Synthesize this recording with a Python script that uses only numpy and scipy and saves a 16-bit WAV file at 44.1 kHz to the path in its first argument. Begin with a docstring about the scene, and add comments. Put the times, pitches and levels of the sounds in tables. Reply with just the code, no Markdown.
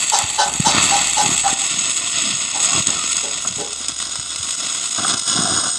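"""Stick welding, with a saw nearby

A stick electrode burns on a steel pipe joint, close by: the arc sizzles and crackles, drops of metal
snap across it, and gas from the coating flares up and puffs out with low thuds. Pipe and floor colour
the crackle as the tip moves along the seam. A low hum runs underneath. Nearby someone saws metal:
six quick squealing strokes, later four slow, light ones."""
import sys
import numpy as np
from scipy import signal
from scipy.fft import rfft, irfft, next_fast_len
from scipy.io import wavfile
from scipy.ndimage import uniform_filter1d, minimum_filter1d, map_coordinates

SR = 44100
rng = np.random.default_rng(int(sys.argv[2]) if len(sys.argv) > 2 else 0)


def unload_audio(sound):
    """Save the sound as a 16-bit wav file, at the path given as the first command line argument."""
    columns = np.transpose(np.atleast_2d(sound))
    # keep every value between -1 and 1, then stretch to whole-number steps
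    steps = np.round(np.clip(columns, -1, 1) * 32767)
    wavfile.write(sys.argv[1], SR, steps.astype(np.int16))


N = 254898

# How hard the arc burns as its length drifts: time_s, sizzle_db, fizz_db
ARC_LEVELS = [(0, -25.5, -19.5), (.2, -27, -26.5), (.32, -29, -26), (.56, -30.5, -26), (.8, -21, -22),
              (1.3, -25.5, -21.5), (1.6, -25, -22), (1.9, -27.5, -24.5), (2.05, -26, -23.5),
              (2.53, -28, -26), (2.7, -28.5, -25), (3.15, -26, -24), (3.42, -31, -28), (3.95, -31.5, -31.5),
              (4.3, -29.5, -30.5), (4.5, -28.5, -25.5), (5.55, -25.5, -24.5), (5.78, -30, -25)]
# The coating flares up in a cloud of gas: start_s, length_s, flutter_db, sputter_db, crackle_lift_db
FLARES = [(0.182, 0.046, -38.5, -29.5, 3), (0.451, .11, -36.5, -37, 0), (0.665, 0.25, -29, -26, 2.5),
          (0.942, 0.09, -38.5, -31, 1.5), (1.21, 0.13, -28, -31, 2.5), (1.424, 0.061, -38, -26, -4),
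          (1.694, 0.23, -42, -38, 3), (2.13, 0.21, -43, -39.5, 4.5), (2.588, 0.22, -40.5, -33.5, 6),
          (2.717, 0.069, -28.5, -34, 6.5), (2.857, .04, -33, -42, -13), (2.947, 0.036, -31.5, -38, 2),
          (3.442, 0.033, -37, -34.5, -3), (3.794, 0.016, -37.5, -35.5, 3), (3.88, 0.016, -42, -39, 4),
          (3.995, 0.018, -45, -48, 4), (4.969, 0.19, -33, -30, 2.5), (5.063, 0.047, -43, -47, 6.5),
          (5.264, 0.14, -38, -36, 3.5), (5.358, 0.22, -28.5, -27.5, 2.5), (5.554, 0.13, -36.5, -27, 3)]
# Showers of fine sparks brighten the fizz: start_s, length_s, lift_db
SHOWERS = [(.025, 0.036, 1.5), (0.81, 0.054, 3.5), (2.615, 0.047, 6.5), (3.078, 0.034, 3.5),
           (5.055, 0.023, 1.5)]
# The electrode dips too close and the arc nearly stalls: start_s, length_s, gain_db
STALLS = [(1.095, 0.05, -2), (1.544, 0.054, -3.5), (1.966, 0.08, -2.5), (2.835, 0.028, -3.5),
          (3.486, 0.036, -3.5), (3.732, 0.025, -3.5), (4.554, 0.023, -6), (5.143, .03, -6.5),
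          (5.2, .06, -1.5)]
# Large drops of metal short the arc: time_s, level_db, tilt_db_per_octave
LARGE_DROPS = [(.0238, -6, 1), (.0972, 1, 3), (.1865, 1, 1), (.2194, -6, 1), (.537, -5, 0), (.6015, -5, 2),
               (1.0965, -4, 0), (1.2605, -4, -1), (1.377, 0, 2), (1.4775, -4, 3), (1.5344, -6, 0),
               (1.6382, -6, 2), (1.9659, -4, 2), (1.9735, -6, 2), (2.7322, -5, 0), (2.8224, -5, 0),
               (2.869, 2, 1), (2.9023, -5, 0), (3.038, -4, -3), (3.1283, -3, 1), (3.166, 1, 1),
               (3.2101, -7, 0), (3.3109, -9, 0), (3.4738, -4.5, 1), (3.4804, -6, 1), (3.5573, -11, 0),
               (3.8832, -4, -1), (3.8924, -9, -1), (3.9873, -9, 0), (4.0002, -6, -4), (4.0244, -9, -4),
               (4.155, -5, -3), (4.1964, -11, -3), (4.359, -5, -2), (4.4284, -10, 2), (4.507, -3, 0),
               (4.748, -9, -4), (4.8399, -7, -1), (5.0794, -4, 0), (5.1936, -5, 1), (5.2964, -3, -2),
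               (5.5754, -5, 2), (5.7329, -7, 0)]
# Pockets of gas burst: time_s, level_db, pitch_hz
PUFFS = [(0.237, -21.5, 116), (.599, -6.5, 189), (0.67, -12, 257), (1.263, -23, 267), (1.528, -18.5, 286),
         (1.82, -34, 212), (2.27, -35, 230), (2.336, -26, 172), (2.8, -18, 166), (3.041, -27, 330),
         (3.568, -26, 166), (3.92, -33, 169), (4.188, -28.5, 134), (4.397, -28.5, 107), (5.358, -19, 230),
         (5.3892, -11, 254)]
# Slag pops in the molten pool: time_s, level_db
POPS = [(2.962, -16), (3.448, -8), (4.984, -8), (4.995, -16), (5.047, -1.5), (5.119, -29), (5.313, -27)]
# Gas gurgles through the pool: start_s, length_s, start_hz, end_hz, level_db
GURGLES = [(1.681, 0.22, 149.6, 333, -41), (2.189, 0.2, 327, 153, -36), (2.565, 0.11, 1000, 1480, -36),
           (2.66, 0.11, 695, 798, -32.5), (2.696, 0.104, 1170, 1110, -29),
           (2.943, 0.099, 1308, 1237, -31.5), (3.076, 0.048, 1340, 1370, -32), (3.46, 0.1, 192, 116, -38.5),
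           (5.414, 0.14, 690, 728, -30)]
# The tone of the bright crackle: frequency_hz, level_db
CRACKLE_TONE = [(400, -18), (700, -12.5), (1400, -5.5), (1750, -9), (2800, -2.5), (3600, 1.5), (4500, -4),
                (5800, -7.5), (6700, 3.5), (8200, 3), (9100, -2), (9900, -19.5), (11600, -26), (12400, -40),
                (15800, -44)]
# The tone of the low, flame-like flutter: frequency_hz, level_db
FLUTTER_TONE = [(25, -24), (50, -43), (85, -3), (190, 0), (300, 1), (480, -13), (900, -65)]
# The tone of the hollow sputter: frequency_hz, level_db
SPUTTER_TONE = [(250, -28), (480, -11.5), (700, 4.5), (900, -1.5), (1150, 5.5), (1450, 2.5), (1750, 0.5),
                (2600, -60.5)]
# Bands that pipe and floor boost or cancel, at three places on the seam: centre_hz, width_hz, gain_db
SEAM_START = [(1625, 115, -14), (2000, 340, 7.5), (2606, 170, 8.5), (4561, 230, 7), (4950, 125, -6),
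              (5400, 90, -5), (6750, 154, 8.5), (7070, 190, -9), (7970, 770, 9), (8350, 200, -22),
              (9070, 100, -10), (9440, 130, 9.5), (11560, 180, 15)]
SEAM_MIDDLE = [(844, 65, -11.5), (1637, 126, -18.5), (1935, 350, 4.5), (2643, 190, 6), (3370, 17, 7),
               (4790, 76, -22), (5060, 430, 7), (5770, 240, -10), (6680, 130, 11.5), (7160, 130, -10),
               (7965, 220, 10.5), (8290, 97, -31), (9290, 110, -27)]
SEAM_END = [(880, 70, -7), (1386, 64, 6), (1820, 114, -12), (2360, 230, -12), (2730, 130, -7.5),
            (3160, 70, -13), (4340, 54, 6), (4340, 81, -11.5), (4640, 86, -29), (5160, 540, 10.5),
            (5480, 70, -8), (6826, 190, 15.5), (7180, 460, -9), (8544, 370, 12), (8690, 123, -22),
            (9210, 160, 8)]
# Bands that are raised or lowered wherever the tip is: centre_hz, width_hz, gain_db
TREBLE_BANDS = [(2408, 55, -8.5), (3050, 62, -3), (3335, 85, 3), (3640, 75, 1), (4160, 94, -3.5),
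                (5370, 40, 3), (6160, 70, -2), (6060, 70, 6), (6550, 60, -0.5), (7400, 88, -1),
                (7320, 96, 3.5), (7600, 70, 2.5), (10680, 150, 14.5), (10790, 152, -24), (11250, 230, 2.5),
                (13800, 350, 12)]
# The tip's path along the seam: time_s, place (0 start, 1 middle, 2 end)
TIP_PATH = [(0, 0), (1.2, 0.25), (1.8, 0.9), (3.3, 1.18), (4.1, 1.7558), (4.8, 1.4344), (5.78, 2.5)]
# Pushes of the saw: start_s, pitch_hz, squeal_db, scrape_db, ring_db, drone_db
SAW_STROKES = [(.114, 876.6, -14.5, -21, -20, -54), (.374, 866, -13, -20.5, -16.5, -53),
               (.642, 878, -14.5, -19, -20, -49), (.908, 844, -16.5, -29, -23.5, -41),
               (1.162, 879, -11.5, -23, -23, -39), (1.435, 811, -19.5, -34, -26, -45),
               (2.53, 867, -33, -45, -29.5, -44), (2.864, 851, -39, -45, -38, -43),
               (3.222, 853, -34.5, -43, -41.5, -37.5), (3.574, 842, -34, -38, -34, -32)]
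# The notes at which the sawn metal rings: pitch_hz, width_hz, level_db
METAL_NOTES = [(402, 33, -10.5), (580, 16, 3), (770, 90, 1.5), (824.4, 33, 8), (940, 24, -1),
               (989, 18, 4.5), (1030, 26, -4), (1204, 7.4, -4), (1324, 30, -4), (1520, 17, 2.5),
               (1780, 29, -4), (2046, 7.8, -5), (2980, 31, -11), (3140, 30, -7), (3700, 21, -37),
               (3944, 35, 3.5), (4700, 65, -6), (5510, 47, -34), (5900, 50, -19)]
# The tone of the scraping teeth: frequency_hz, level_db
SCRAPE_TONE = [(300, -29), (700, 4), (1400, 3), (2200, -43), (3000, -1), (3900, -0.5), (5000, 2.5),
               (6200, -0.5), (8200, -5), (9000, 1.5), (10500, -44), (13000, -83)]
# The tone of the bench shaken by the saw: frequency_hz, level_db
BENCH_TONE = [(60, -29), (130, -7), (350, 7.5), (650, -15), (950, -24), (1500, -41)]
# The hum swells up: start_s, length_s, level_db
HUM_SWELLS = [(.2, 1.32, -43.5), (2.5, 2, -50)]
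# How long the workshop echoes: frequency_hz, fade_s (a fade is always the time to fall by 60 dB)
ROOM_FADES = [(150, 0.26), (900, 0.51), (4000, 0.11), (12000, 0.22)]


def crackle(surge, sizzle_db, fizz_db):
    """Dense sparks make the sizzle and its bright fizz; a strong arc fries more evenly than a weak one."""
    uneven = np.interp(sizzle_db, [-30, -21], [1.0, .72])
    fine_sparks = sparks(per_s=1900, spread_db=4.3, fade_s=.005)
    fry = surge ** uneven * frying(fine_sparks ** uneven, hiss=1.0)
    sizzle, fizz = split(on_seam(fry, CRACKLE_TONE), edge_hz=6000)
    return amp(sizzle_db) * steady(sizzle) + amp(fizz_db) * steady(fizz)


def arc_surge(restless_db=1.0, ripple_db=-0.5):
    """The arc flares a little with each small spit, wavers with its length and pulses with the supply."""
    t = np.arange(N) / SR
    mains = np.sin(2 * np.pi * 60 * t) + np.sin(2 * np.pi * 120 * t)
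    spits = np.sqrt(1 + sparks(per_s=330, spread_db=2, fade_s=.016))
    return spits * amp(restless_db * wobble(70) + ripple_db * mains)


def burn_levels(arc_wander_db=1.0, gas_wander_db=2.0):
    """Sizzle, fizz, flutter and sputter in dB: all follow the arc, with flares and showers on top."""
    sizzle_db, fizz_db = curves(ARC_LEVELS)
    flutter_power = amp(sizzle_db - 18.5) ** 2  # between flares the gas is far softer than the sizzle
    sputter_power = amp(sizzle_db - 14) ** 2
    lift_db = np.zeros(N)
    for start, length, flutter_db, sputter_db, crackle_db in FLARES:
        flare = swell(start, length, rise_s=.018, fade_s=.099)
        flutter_power += (amp(flutter_db) * flare) ** 2
        sputter_power += (amp(sputter_db) * flare) ** 2
        lift_db = np.maximum(lift_db, crackle_db * flare)
    shower_db = sum(db * swell(start, length, rise_s=.014, fade_s=.071) for start, length, db in SHOWERS)
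    hand = wobble(18)  # the hand is never quite still
    return (sizzle_db + lift_db + .16 * shower_db + arc_wander_db * hand,
            fizz_db + .7 * lift_db + shower_db + arc_wander_db * wobble(18),
            10 * np.log10(flutter_power) + gas_wander_db * hand,
            10 * np.log10(sputter_power) + gas_wander_db * hand)


def shorts(choke_s=.0091, choke_db=-1, spatter_s=.035, spatter_db=1):
    """The arc's gain: choked by each large drop and livelier once relit; it sags in each stall."""
    gain_db = np.zeros(N)
    choke = choke_db * signal.windows.tukey(round(choke_s * SR))
    spatter = spatter_db * np.hanning(round(spatter_s * SR))
    for start, _, _ in LARGE_DROPS:
        add(gain_db, start - choke_s, choke)
        add(gain_db, start, spatter)
    for start, length, db in STALLS:
        add(gain_db, start, db * signal.windows.tukey(round(length * SR)))
    return amp(gain_db)


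def snaps(sizzle_db, small_per_s=6):
    """A drop shorts the arc and blows apart: a sharp crack and a short spray, some bright, some dull."""
    track, t = np.zeros(N), np.arange(SR // 25) / SR
    small_db = sizzle_db + 16.5 + 4.5 * rng.standard_normal(N)  # small drops stand out from the sizzle
    small_drops = [(i / SR, small_db[i], 0) for i in np.flatnonzero(rng.random(N) < small_per_s / SR)]
    noise = np.sign(rng.standard_normal(N + SR))
    crack, spray = amp(-60 * t / .016), amp(-20 - 60 * t / .04)
    shape = (crack + spray) * np.minimum(t / .0011, 1)
    for start, db, tilt in [*LARGE_DROPS, *small_drops]:
        burst = shape * noise[round(start * SR):][:len(t)]
        burst = colour(burst, lambda hz: tilt * np.log2(np.clip(hz, 1000, 9000) / 5500))
        add(track, start, amp(db - 3.3) * burst)
    return on_seam(track, CRACKLE_TONE)


def gas(surge, flutter_db, sputter_db):
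    """The burning coating flutters like a flame and sputters in the pool."""
    flame = frying(sparks(per_s=220, spread_db=0, fade_s=.0037), hiss=.29)
    flutter = colour(flame, lambda hz: along(FLUTTER_TONE, hz))
    spitting = frying(sparks(per_s=970, spread_db=4.5, fade_s=.015), hiss=.88)
    sputter = on_seam(surge * spitting, SPUTTER_TONE)
    return amp(flutter_db) * steady(flutter) + amp(sputter_db) * steady(sputter)


def puffs():
    """Each gas pocket gives a thud of a cycle or two that sinks in pitch as it swells."""
    track, t = np.zeros(N), np.arange(SR // 12) / SR
    for start, db, hz in PUFFS:
        cycles = hz * t
        sinking_hz = hz * (.46 + .59 * np.exp(-cycles / 2.15))
        add(track, start, amp(db) * bump(cycles / .48) * np.sin(phase_of(sinking_hz)))
    return colour(track, lambda hz: along([(25, -20), (70, 0)], hz))  # too small to give off deep bass


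def pops(fade_s=.034):
    """A slag bubble opens at once with a dull, hollow pop."""
    track, t = np.zeros(N), np.arange(SR // 30) / SR
    for start, db in POPS:
        add(track, start, amp(db - 60 * t / fade_s) * rng.standard_normal(len(t)))
    return on_seam(track, SPUTTER_TONE)


def gurgles():
    """A pocket of gas sounds a fuzzy, hollow note that glides as its size changes."""
    track = np.zeros(N)
    for start, length, start_hz, end_hz, db in GURGLES:
        n = round(length * SR)
        phase = phase_of(np.geomspace(start_hz, end_hz, n))
        fuzzy = wobble(144, size=n) * np.sin(phase) + wobble(129.2, size=n) * np.cos(phase)
        add(track, start, amp(db) * np.sin(np.linspace(0, np.pi, n)) * unit(fuzzy))
    return track


def on_seam(x, tone):
    """Pipe and floor colour the sound, and the colour glides from place to place as the tip travels."""
    place, = curves(TIP_PATH)
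    out = np.zeros(N)
    for k, seam_bands in enumerate([SEAM_START, SEAM_MIDDLE, SEAM_END]):
        bands = [*seam_bands, *TREBLE_BANDS]
        bands_db = lambda hz: sum(db * np.exp(-((hz - mid) / width) ** 2) for mid, width, db in bands)
        nearness = np.clip(1 - abs(place - k), 0, 1)
        out += nearness * colour(x, lambda hz: along(tone, hz) + bands_db(hz))
    return out


def saw(jitter=.035, rise_s=.02, hold_s=.007, fade_s=.125, fastest_s=.028):
    """Each push makes the blade chatter with a sagging squeal; the teeth scrape and shake the metal."""
    squeal, scrape, shake, drone = np.zeros((4, N))
    t = np.arange(SR // 5) / SR
    grip = np.sin(np.pi / 2 * np.minimum(t / rise_s, 1)) ** 2
    grip *= amp(-60 * np.maximum(t - rise_s - hold_s, 0) / fade_s)
    speed = bump(t / fastest_s) ** 2
    for start, hz, squeal_db, scrape_db, ring_db, drone_db in SAW_STROKES:
        pitch_hz = hz * (1 - .9 * t + jitter * wobble(300, size=len(t)))
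        chatter = amp(1.8 * wobble(250, size=len(t)))
        add(squeal, start, amp(squeal_db + 1) * grip * chatter * np.sin(phase_of(pitch_hz)))
        for track, db in [(scrape, scrape_db), (shake, ring_db), (drone, drone_db)]:
            add(track, start, amp(db) * speed * rng.standard_normal(len(t)))
    slow_push = amp(24.5) * split(drone, edge_hz=503)[0]  # rings only the metal's lowest notes
    bench = amp(13.5) * colour(drone, lambda hz: along(BENCH_TONE, hz))
    ring = sawn_metal(shake + slow_push + amp(-16) * squeal)
    teeth = amp(4.5) * colour(blade(scrape), lambda hz: along(SCRAPE_TONE, hz))
    return squeal + bench + ring + teeth


def sawn_metal(push):
    """The piece being cut rings at its own notes when shaken."""
    size = next_fast_len(N + SR // 2)
    hz = np.fft.rfftfreq(size, 1 / SR)
    response = sum((-1) ** k * amp(db) * 1j * hz * width / (pitch ** 2 - hz ** 2 + 1j * hz * width)
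                   for k, (pitch, width, db) in enumerate(METAL_NOTES))
    response /= np.sqrt(np.mean(np.abs(response) ** 2))
    return irfft(rfft(push, size) * response, size)[:N]


def blade(scrape, notes=45, low_hz=2800, high_hz=7500, fade_s=.061, ring_db=-3.5):
    """The scrape, plus the many high notes it sets ringing in the thin steel blade."""
    t = np.arange(SR // 5) / SR
    hz = rng.uniform(low_hz, high_hz, (notes, 1))
    ring = np.sin(2 * np.pi * (hz * t + rng.random((notes, 1)))).sum(axis=0) * amp(-60 * t / fade_s)
    return scrape + amp(ring_db) * signal.fftconvolve(scrape, ring / np.linalg.norm(ring))[:N]


def hum(pitch_hz=64):
    """A low, slightly unsteady machine hum that swells twice."""
    level = sum(amp(db) * swell(start, length, rise_s=.3, fade_s=.3) for start, length, db in HUM_SWELLS)
    wavering_hz = pitch_hz * (1 + .02 * wobble(6))
    return level * amp(.82 * wobble(6.9)) * np.sin(phase_of(wavering_hz))


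def room(x):
    """The workshop's short echo; the middle pitches last longest."""
    hz, t, noise = signal.stft(rng.standard_normal(SR // 2), SR, nperseg=256)
    fading = amp(-60 * t / along(ROOM_FADES, hz)[:, None])
    tail = signal.istft(noise * fading, SR, nperseg=256)[1]
    tail = np.pad(tail, (SR // 80, 0))  # the echo arrives a moment late
    return signal.fftconvolve(x, tail / np.linalg.norm(tail))[:N]


def sparks(per_s, spread_db, fade_s):
    """The power, averaging 1, of random bursts of unequal size that start at once and die fast."""
    fires = rng.random(N) < per_s / SR
    energy = fires * amp(spread_db * np.clip(rng.standard_normal(N), -3, 2)) ** 2
    t = np.arange(SR // 10) / SR
    power = np.abs(signal.fftconvolve(energy, amp(-60 * t / fade_s) ** 2)[:N])
    return power / power.mean()


def frying(power, hiss):
    """Noise that follows the sparks' power, over a share of smooth hiss."""
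    return np.sqrt(power + hiss) * rng.standard_normal(N)


def colour(x, gain_db, size=4096):
    """Filter a sound; gain_db says how much to raise or lower each frequency."""
    cepstrum = irfft(np.log(amp(gain_db(np.fft.rfftfreq(size, 1 / SR)))))
    cepstrum[1:size // 2] *= 2  # folded so the filter rings only after a sound, never before
    cepstrum[size // 2 + 1:] = 0
    return signal.fftconvolve(x, irfft(np.exp(rfft(cepstrum))))[:len(x)]


def split(x, edge_hz):
    """The low part of a sound, and what remains when that is taken away."""
    low = signal.sosfiltfilt(signal.butter(6, edge_hz, fs=SR, output="sos"), x)
    return low, x - low


def steady(x, size=3001):
    """Hold the slow level at 1 and keep the fast grain."""
    slow_power = uniform_filter1d(uniform_filter1d(x ** 2, size), size)
    return x / np.sqrt(np.abs(slow_power) + 1e-12)


def swell(start, length, rise_s, fade_s):
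    """A level that rises, holds and dies away."""
    t = np.arange(N) / SR - start
    return np.clip(t / rise_s, 0, 1) * amp(-60 * np.maximum(t - length, 0) / fade_s)


def bump(x):
    """A quick rise to 1 at x = 1, then a slower fall."""
    return x * np.exp(1 - x)


def wobble(per_s, size=N):
    """A smooth curve through per_s random points a second."""
    points = rng.standard_normal(int(size * per_s / SR) + 4)
    return map_coordinates(points, [np.arange(size) * per_s / SR])


def curves(rows):
    """One value per sample for each column after the time."""
    times, *columns = np.transpose(rows)
    return [np.interp(np.arange(N) / SR, times, column) for column in columns]


def along(points, hz):
    """Read between (frequency_hz, value) points, spaced by octaves."""
    point_hz, values = np.transpose(points)
    return np.interp(np.log(hz + 1), np.log(point_hz + 1), values)


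def phase_of(hz):
    """The running angle of a wave whose pitch changes."""
    return 2 * np.pi * np.cumsum(hz) / SR


def add(track, start_s, sound):
    """Mix a sound into a track."""
    part = track[max(round(start_s * SR), 0):][:len(sound)]
    part += sound[:len(part)]


def amp(db):
    """Decibels to gain."""
    return 10 ** (np.asarray(db) / 20)


def unit(x):
    """Scale to an average power of 1."""
    return x / np.sqrt(np.mean(x ** 2) + 1e-20)


def scene():
    """The arc is near, with little echo; the saw is further off and rings in the room."""
    surge = arc_surge()
    sizzle_db, fizz_db, flutter_db, sputter_db = burn_levels()
    arc = shorts() * (crackle(surge, sizzle_db, fizz_db) + gas(surge, flutter_db, sputter_db))
    weld = arc + snaps(sizzle_db) + puffs() + pops() + gurgles()
    sawing = saw()
    return (weld + sawing + hum() + room(amp(-18.5) * weld + amp(-8.5) * sawing))[None]


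def record(dry, ceiling=.92, top_hz=15850):
    """A quick limiter holds down the loudest cracks, and the very highest treble is cut off."""
    needed_gain = np.minimum(1, ceiling / (np.abs(dry) + 1e-9))
    limited = dry * uniform_filter1d(minimum_filter1d(needed_gain, size=131), size=111)
    size = next_fast_len(N + SR // 4)
    kept = np.fft.rfftfreq(size, 1 / SR) < top_hz
    return irfft(rfft(limited, size) * kept, size)[:, :N]


dry = scene()
out = record(dry)
unload_audio(out)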